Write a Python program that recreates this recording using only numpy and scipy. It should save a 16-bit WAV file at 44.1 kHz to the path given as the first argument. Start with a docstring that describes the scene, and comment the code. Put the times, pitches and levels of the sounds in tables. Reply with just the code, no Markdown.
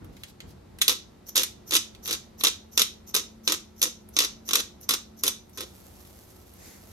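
"""Pepper grinder over a wok of egg

A small kitchen, heard by two close microphones with the grinder off to the right: about three hand twists a second.
In each twist a few peppercorns snap as short noise bursts over a crunch of tiny random fractures;
resonances of the grinder colour them, and a decaying noise tail throws them back from the room.
Low air noise and wavering tones make the stove's hum.
At the end a wooden spoon, a swell of noise, pushes through egg that sizzles in a train of tiny pops."""
import sys
import numpy as np
from scipy import signal
from scipy.fft import rfft, irfft
from scipy.io import wavfile
from scipy.ndimage import uniform_filter1d

SR = 44100
rng = np.random.default_rng(int(sys.argv[2]) if len(sys.argv) > 2 else 0)


def log_audio(samples):
    """Write samples as a 16-bit WAV file to the path given in sys.argv[1]."""
    # one column per channel
    frames = np.atleast_2d(samples).T
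    # limit to full scale, then quantise
    limited = np.clip(frames, -1, 1)
    pcm = np.round(limited * 32767).astype(np.int16)
    wavfile.write(sys.argv[1], SR, pcm)


N = 305172
TIME = np.arange(N) / SR


def amp(db):
    """Decibels as a gain."""
    return 10 ** (np.asarray(db) / 20)


def unit(x):
    """Scale a sound to rms 1."""
    return x / np.sqrt(np.mean(x ** 2) + 1e-20)


def read(points, hz):
    """A table joined by straight lines on a log-frequency axis."""
    table_hz, value = np.transpose(points)
    return np.interp(np.log(hz + 1), np.log(table_hz + 1), value)


def level(points):
    """A (time_s, level_db) curve as a gain for every sample."""
    return amp(np.interp(TIME, *np.transpose(points)))


def add(mix, start_s, sound):
    """Lay a sound into the mix from its start, cut off at the end of the mix."""
    part = mix[..., max(round(start_s * SR), 0):][..., :sound.shape[-1]]
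    part += sound[..., :part.shape[-1]]


def colour(x, points, rings=(), size=4096):
    """Causal minimum-phase filter of unit energy from a broad spectrum plus resonances."""
    hz = abs(np.fft.fftfreq(size, 1 / SR))
    db = read(points, hz)
    for ring_hz, width_hz, top_db in rings:
        db = db + top_db / (1 + (2 * (hz - ring_hz) / width_hz) ** 2)
    spectrum = np.exp(np.conj(signal.hilbert(np.log(amp(db)))))
    taps = np.fft.ifft(spectrum).real[:size // 2]
    taps = taps / np.linalg.norm(taps)
    return signal.fftconvolve(np.atleast_2d(x), taps[None], axes=1)[:, :x.shape[-1]]


# how alike the two channels of the diffuse sound are: pitch_hz, correlation
LIKENESS = [(60, 1), (300, 0.54), (600, -0.2), (1300, 0.28), (2500, .2), (4000, 0.42), (9000, -0.27),
            (10500, 0.17), (11500, 1), (13300, 0.8), (15000, -.3)]


def diffuse(pair):
    """Two unrelated signals become the two channels of one diffuse field, alike by a set amount at each pitch."""
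    a, b = rfft(pair)
    same = np.clip(read(LIKENESS, np.fft.rfftfreq(pair.shape[1], 1 / SR)), -1, 1)
    mid = a * np.sqrt((1 + same) / 2)
    side = b * np.sqrt((1 - same) / 2)
    return irfft(np.array([mid + side, mid - side]), pair.shape[1])


def toward_mics(x, lag_ms=0.17, shade_db=-1):
    """Sound from the right reaches the left microphone later and weaker."""
    hz = np.fft.rfftfreq(N, 1 / SR)
    late = irfft(rfft(x) * np.exp(-2j * np.pi * hz * lag_ms / 1000), N)
    return np.array([amp(shade_db) * late, x])


def wander(rate):
    """Slow random drift of rms 1; a higher rate (Hz) drifts faster."""
    lowpass = np.exp(-(np.fft.rfftfreq(N, 1 / SR) / rate) ** 2)
    return unit(irfft(rfft(rng.standard_normal(N)) * lowpass, N))


def grains(per_s, spread_db):
    """A random train of single-sample clicks, a few much larger than the rest."""
    size = amp(spread_db * np.minimum(rng.exponential(1, N), 4))
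    return unit(size * rng.choice([-1, 1], N) * (rng.random(N) < per_s / SR))


def diffuse_grains(per_s, spread_db):
    """Two unrelated click trains spread around the microphones."""
    return diffuse(np.array([grains(per_s, spread_db) for _ in range(2)]))


def wash(points):
    """Diffuse noise of one colour, rms 1."""
    return unit(colour(diffuse(rng.standard_normal((2, N))), points))


def swells(rows):
    """A soft rise and fall for each (start_s, length_s, level_db)."""
    out = np.zeros(N)
    for start_s, length_s, db in rows:
        add(out, start_s, amp(db) * np.hanning(int(length_s * SR)) ** .75)
    return out


# air noise of the kitchen: pitch_hz, relative level_db
KITCHEN = [(15, -31), (25, -12), (80, 0), (149, -9.5), (217, -8), (531, -14), (796, -17.5), (1560, -27),
           (3160, -31.5), (3430, -31.5), (3720, -30), (10400, -41.5), (11600, -47.5), (13600, -42.5),
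           (16000, -69.5)]
# steady stove tones: pitch_hz, level_db
HUM = [(81, -71.5), (193, -64.5), (361, -67.5), (1324, -79.5), (1954, -86.5)]
# one stronger stove tone swells and fades: time_s, level_db
DRONE = [(0, -69), (0.8, -68), (1.3, -59), (5.4, -56.5), (5.798, -73.5), (6.92, -62.5)]
DRONE_HZ = 220.5


def stove():
    """Low air noise with a few stove tones that waver in phase and level."""
    def tone(hz):
        phase = 2 * np.pi * hz * TIME + 1.1 * wander(rate=6.3)
        return np.sqrt(2) * np.sin(phase) * amp(2.4 * wander(rate=5.5))
    hum = sum(amp(db) * tone(hz) for hz, db in HUM) + level(DRONE) * tone(DRONE_HZ)
    air = amp(-53.5) * wash(KITCHEN) * amp(.8 * wander(rate=1.7))
    return hum + air


# time for the kitchen echo to die by 60 dB: pitch_hz, t60_s
ROOM_T60 = [(250, 0.36), (700, 0.23), (1700, 0.26), (4000, 0.29), (6500, 0.27), (9000, 0.21), (14000, 0.21)]


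def room(x, wet_db=-10, rise_s=0.00074, drift_hz=0.91, size=22000, count=3):
    """A small hard kitchen, each band dying at its own speed; noise tails take turns, so the echo drifts slowly."""
    tint = [(300, 3.5), (600, 2), (1500, 4.5), (3600, 1.5), (6200, 5.5), (9000, 4.0), (13500, -1.0), (15500, -17)]
    out = np.zeros((2, N))
    for k in range(count):
        hz, t, bands = signal.stft(rng.standard_normal((2, size)), SR, nperseg=256)
        decay = amp(-60 * t / read(ROOM_T60, hz)[:, None])
        tail = signal.istft(bands * decay, SR, nperseg=256)[1][:, :size]
        tail = diffuse(tail) * (1 - np.exp(-(TIME[:size] / rise_s) ** 2))
        tail = colour(tail, tint)
        # the tails take turns, with a constant sum of squared shares
        share = np.cos(np.pi * (drift_hz * TIME + k / count)) * np.sqrt(2 / count)
        out += signal.fftconvolve(x * share, tail / np.linalg.norm(tail[0]), axes=1)[:, :N]
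    return amp(wet_db) * out


# colour of the frying egg: pitch_hz, relative level_db
SIZZLE = [(200, -10), (600, 7.5), (1500, -2), (2400, -2.5), (4500, 0), (6000, 1.5), (8000, 0.5),
          (10000, 1.5), (13500, 2.5), (15500, -8)]
# loudness of the frying egg: time_s, level_db
FRYING = [(0, -80.5), (5.4, -73.5), (5.75, -57), (6.1, -55.5), (6.5, -60), (6.92, -56)]
# colour of the spoon over steel: pitch_hz, relative level_db
SPOON = [(300, 8), (900, 0), (1400, -5.5), (2000, 4), (3000, -6.5), (6500, 2.5), (9000, -4.5),
         (13000, -3.5), (15000, -15)]
# loudness of the spoon pushing through the egg: time_s, level_db
STIRRING = [(6.5, -78), (6.6, -54.5), (6.67, -48.5), (6.76, -53.5), (6.84, -66), (6.92, -59)]


def egg():
    """Tiny bubbles burst at the edge of the egg; the spoon swishes over the steel."""
    pops = toward_mics(grains(per_s=1100, spread_db=4.5), lag_ms=0.16, shade_db=-4.5)
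    sizzle = unit(unit(colour(pops, SIZZLE)) + amp(1.5) * wash(SIZZLE))
    frying = level(FRYING) * sizzle * amp(0.99 * wander(rate=35))
    return frying + level(STIRRING) * wash(SPOON)


def cracks(rows, gain_db, split_s=0.0012, echo_s=.003, echo_db=-4, scatter_s=0.0084, scatter_db=-3,
           ragged_db=3.5, strain_db=-27, size=2048):
    """Each crack: a faint strain, a brief splitting, its echo off the wok, then a scatter between hand and jar."""
    lead = size // 8
    t = (np.arange(size) - lead) / SR

    def pulse(start_s, rise_s, fall_s):
        age = np.maximum(t - start_s, 0)
        return (1 - np.exp(-age / rise_s)) * np.exp(-age / fall_s)

    strain = amp(strain_db) * np.exp(-abs(t) / .003)
    echo = amp(echo_db) * pulse(echo_s, 0.00055, split_s)
    splitting = np.hypot(pulse(0, 0.00013, split_s), echo) + strain
    scattering = pulse(0, split_s, scatter_s)
    direct, scatter = np.zeros(N), np.zeros((2, N))
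    for s, db, body, ring, treble in rows:
        burst = rng.choice([-1., 1.], (3, size))
        lumps = amp(ragged_db * unit(uniform_filter1d(rng.standard_normal(size), size=40)))
        burst *= [splitting, lumps * scattering, lumps * scattering]
        burst /= np.linalg.norm(burst, axis=1, keepdims=True)
        tint = [(1300, body), (2600, ring), (4100, ring), (5200, 0.0092), (7000, 0.0032), (9500, treble)]
        burst = amp(db + gain_db) * colour(burst, tint, size=256)
        add(direct, s - lead / SR, burst[0])
        add(scatter, s - lead / SR, burst[1:])
    return toward_mics(direct) + amp(scatter_db) * diffuse(scatter)


# the hands settle on the jar: time_s, level_db before its rise and fade
HANDLING = [(0, -41), (0.42, -45), (0.7, -55.5)]


def settling(rise_s=.025, fade_db_per_s=72):
    """Loudness of the hands' touches: each rises quickly and fades."""
    out = np.zeros(N)
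    for s, db in HANDLING:
        rise = np.clip((TIME - s) / rise_s, 0, 1)
        out += rise * amp(db - fade_db_per_s * abs(TIME - s))
    return out


# light ticks of fingers, grains and spoon: start_s, level_db before a common gain, brightness_db
TICKS = [(0.045, -48, 5), (0.167, -47.5, -11), (0.235, -33, -7), (0.404, -38, -11.5), (0.7865, -38, -1),
         (1.949, -43.5, -9), (4.088, -42, 18), (4.812, -41, 18), (5.495, -49, 10), (6.05, -51, 0),
         (6.538, -45.5, 13)]
# colour of a light tick on jar or wok: pitch_hz, relative level_db
TAP = [(200, -21.5), (700, -18), (1200, -9.5), (2400, 0.5), (3300, 0.5), (5500, -8), (8000, -6.5),
       (12000, -4), (15500, -10.5)]
# skin rubbing over the jar while the first grip is taken: start_s, length_s, level_db
RUBS = [(0.07, 0.24, -63), (0.265, 0.057, -56.5), (0.455, 0.088, -58)]
# colour of the rubbing skin: pitch_hz, relative level_db
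SKIN = [(500, -8), (2000, -5.5), (4300, 3), (7000, -2), (9500, -5), (12500, -2), (15500, -9.5)]
# dull colour of the settling hands: pitch_hz, relative level_db
HAND = [(30, -7), (100, 3), (180, -2.5), (300, -7), (600, -18), (2000, -28.5), (8000, -65)]


def hands():
    """Light ticks as small cracks, skin rubbing as noise, and the dull rumble of the hands settling on the jar."""
    taps = [(s, db, 0, 0, bright_db) for s, db, bright_db in TICKS]
    ticks = colour(cracks(taps, gain_db=20, split_s=.0015, echo_db=-7, scatter_db=-5, strain_db=-34), TAP)
    rubbing = swells(RUBS) * wash(SKIN) * amp(2 * wander(rate=69))
    rumble = settling() * wash(HAND) * amp(1.5 * wander(rate=40))
    return ticks + rubbing + rumble


# twists of the grinder: start_s, length_s, crunch_db, knock_db of the housing,
# slide_lead_s before the twist, slide_db, then the tint of its snaps: body_db, ring_db, treble_db
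TWISTS = [(0.884, 0.049, -30.5, -41, .06, -58.5, -1.5, 4, 2),
          (1.351, 0.074, -28.5, -42.5, 0.097, -45, -3.5, -2, 2),
          (1.718, 0.057, -25, -44.5, 0.06, -45, -2, 1, 2),
          (2.079, 0.076, -34, -45.5, 0.058, -41, -1.5, 0, 2.5),
          (2.435, 0.052, -27, -45, 0.061, -46.5, 1.5, 1.5, -1),
          (2.787, 0.037, -27, -37, 0.075, -43.5, -3, 2, 2), (3.139, 0.06, -29, -46, 0.08, -45, 2.5, 0, 1.5),
          (3.479, 0.072, -34, -40, 0.049, -46, -0.5, 0, -1.5),
          (3.82, 0.062, -36, -44.5, 0.063, -49.5, -2, -2.5, 0.5),
          (4.19, .062, -30, -47, .068, -50, 1, 3, -5), (4.530, .08, -32, -44, 0.085, -40.5, 0.5, 0.5, -2),
          (4.888, .051, -30.5, -46.5, 0.088, -50, 3.5, 0, 1),
          (5.238, .061, -31, -40, 0.075, -48, -3, -0.5, 2.5),
          (5.577, 0.067, -40, -45.5, 0.053, -55, 8, 1, 4.5)]


def slides():
    """Corns slide in the jar as the hand takes a new grip before each twist: (start_s, length_s, level_db)."""
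    return [(start - lead, 0.065, db) for start, _, _, _, lead, db, *_ in TWISTS]


# colour of the knocking housing: pitch_hz, relative level_db
HOUSING = [(120, -22), (230, -20.5), (310, -3), (390, -5), (490, -2), (580, -16), (690, -23.5),
           (1250, -20.5), (2000, -44.5)]


def milling(ease_s=0.004, clump_db=3):
    """While the burrs turn, fragments crumble in clumps and the housing knocks."""
    crunch, knock = np.zeros(N), np.zeros(N)
    for start, length, crunch_db, knock_db, *_ in TWISTS:
        end = start + length
        turning = np.interp(TIME, [start, start + ease_s, end - ease_s, end + ease_s], [0, 1, 1, 0])
        crunch += amp(crunch_db) * turning
        knock += amp(knock_db) * turning
    crumbs = toward_mics(grains(per_s=950, spread_db=0.5)) + diffuse_grains(per_s=2500, spread_db=4)
    crumbs = colour(crumbs, [(1000, 2.2), (6000, 0.0), (11000, -4.5)])
    crumbs = unit(crumbs * amp(clump_db * wander(rate=190)))
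    knocks = unit(colour(toward_mics(grains(per_s=860, spread_db=1.5)), HOUSING))
    return crunch * crumbs, knock * knocks


# whole peppercorns snapping: start_s, level_db before a common gain
SNAPS = [(0.8153, -15), (0.8196, -12.5), (0.8801, -9.5), (0.8945, -14.5), (0.9252, -26.5), (1.3572, -17.5),
         (1.3662, -13), (1.3775, -13), (1.394, -21.5), (1.4334, -16), (1.7089, -23), (1.7403, -16.5),
         (1.752, -12.5), (1.7647, -13), (2.0573, -31), (2.0765, -24), (2.1094, -20.5), (2.1286, -20),
         (2.4095, -29.5), (2.4369, -12), (2.449, -13.5), (2.4693, -17), (2.7762, -11), (2.795, -14),
         (2.8173, -12), (3.1445, -18), (3.1499, -14), (3.1643, -15), (3.4766, -15), (3.498, -22),
         (3.5212, -15), (3.817, -16), (3.8275, -11.5), (3.8356, -15.5), (4.1665, -17.5), (4.1884, -11.5),
         (4.2036, -16.5), (4.248, -22), (4.4894, -23.5), (4.5092, -22), (4.5332, -13.5), (4.5546, -12),
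         (4.569, -23), (4.6, -23.5), (4.8913, -13.5), (4.908, -16), (4.9375, -16.5), (5.2355, -13),
         (5.2658, -19), (5.2788, -14), (5.5742, -29), (5.606, -27.5)]
# harder snaps have less body: body, ring, treble [dB per dB above a usual snap]
TINT_PER_DB = (-0.3, -0.04, -0.05)
USUAL_SNAP_DB, TINT_SPREAD_DB = -15, 2
# smaller pieces break at random: how often (at least one a twist), how far above the crunch table, how unequal
CHIPS_PER_S, CHIP_OVER_CRUNCH_DB, CHIP_SPREAD_DB = 22, 3.5, 2


def snaps():
    """Whole corns and random chips of every twist: (start_s, level_db, body_db, ring_db, treble_db)."""
    breaks = list(SNAPS)
    for start, length, crunch_db, *_ in TWISTS:
        count = max(round(length * CHIPS_PER_S), 1)
        times = start + length * (np.arange(count) + rng.random(count)) / count
        chip_db = crunch_db + CHIP_OVER_CRUNCH_DB + CHIP_SPREAD_DB * rng.standard_normal(count)
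        breaks += zip(times, chip_db)
    twists, rows = np.array(TWISTS), []
    for s, db in breaks:
        nearest = np.argmin(abs(twists[:, 0] - s))
        tint = twists[nearest, -3:] + np.array(TINT_PER_DB) * (db - USUAL_SNAP_DB)
        tint = tint + TINT_SPREAD_DB * rng.standard_normal(3)
        rows.append((s, db, *tint))
    return rows


# broad colour of the grinder: pitch_hz, relative level_db
SHELL = [(100, -31), (230, -19), (310, -11), (510, -13), (700, -23), (1100, -9), (1750, -14.5),
         (2700, -5.5), (4500, -6.5), (6600, -3), (7600, -10), (10200, -8.5), (13500, -10), (15800, -27.5)]
# resonances of the grinder: pitch_hz, width_hz, height_db
RINGS = [(1295, 160, 2), (1880, 50, 6), (3456, 240, 4.6), (3804, 480, 7.3), (5400, 150, 1.6),
         (5860, 120, 3.8), (12600, 310, 1.5)]
# colour of corns sliding in the jar: pitch_hz, relative level_db
JAR = [(500, -10), (2500, -19.5), (4900, -10.5), (5950, 4.5), (7300, -11), (9500, -22), (11300, -6),
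       (12200, -13), (13200, 4), (15000, -24)]


def grinder():
    """Snaps and crunch ring the grinder's shell; loose corns slide in the jar between strokes."""
    crunch, knock = milling()
    ringing = colour(cracks(snaps(), gain_db=20.5) + crunch, SHELL, RINGS)
    corns = unit(colour(diffuse_grains(per_s=5300, spread_db=5), JAR))
    catching = amp(3 * wander(rate=60))
    sliding = swells(slides()) * corns * catching
    return ringing + knock + sliding


def scene():
    """Grinder and hands with their kitchen echo, tipped slightly to the right, over egg and stove."""
    near = grinder() + hands()
    balance = amp([[-.25], [.25]])
    return (near + room(near)) * balance + egg() + stove()


def record(dry):
    """The microphones' bass roll-off, a soft ceiling on the sharpest peaks, and the recorder's band limit."""
    bass_cut = signal.butter(N=6, Wn=35, btype="high", fs=SR, output="sos")
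    thinned = signal.sosfilt(bass_cut, dry)
    rounded = thinned / (1 + (thinned / .72) ** 4) ** .25
    band_limit = signal.firwin(255, 16000, window=("kaiser", 9), fs=SR)
    return signal.oaconvolve(rounded, band_limit[None], "same")


dry = scene()
out = record(dry)
log_audio(out)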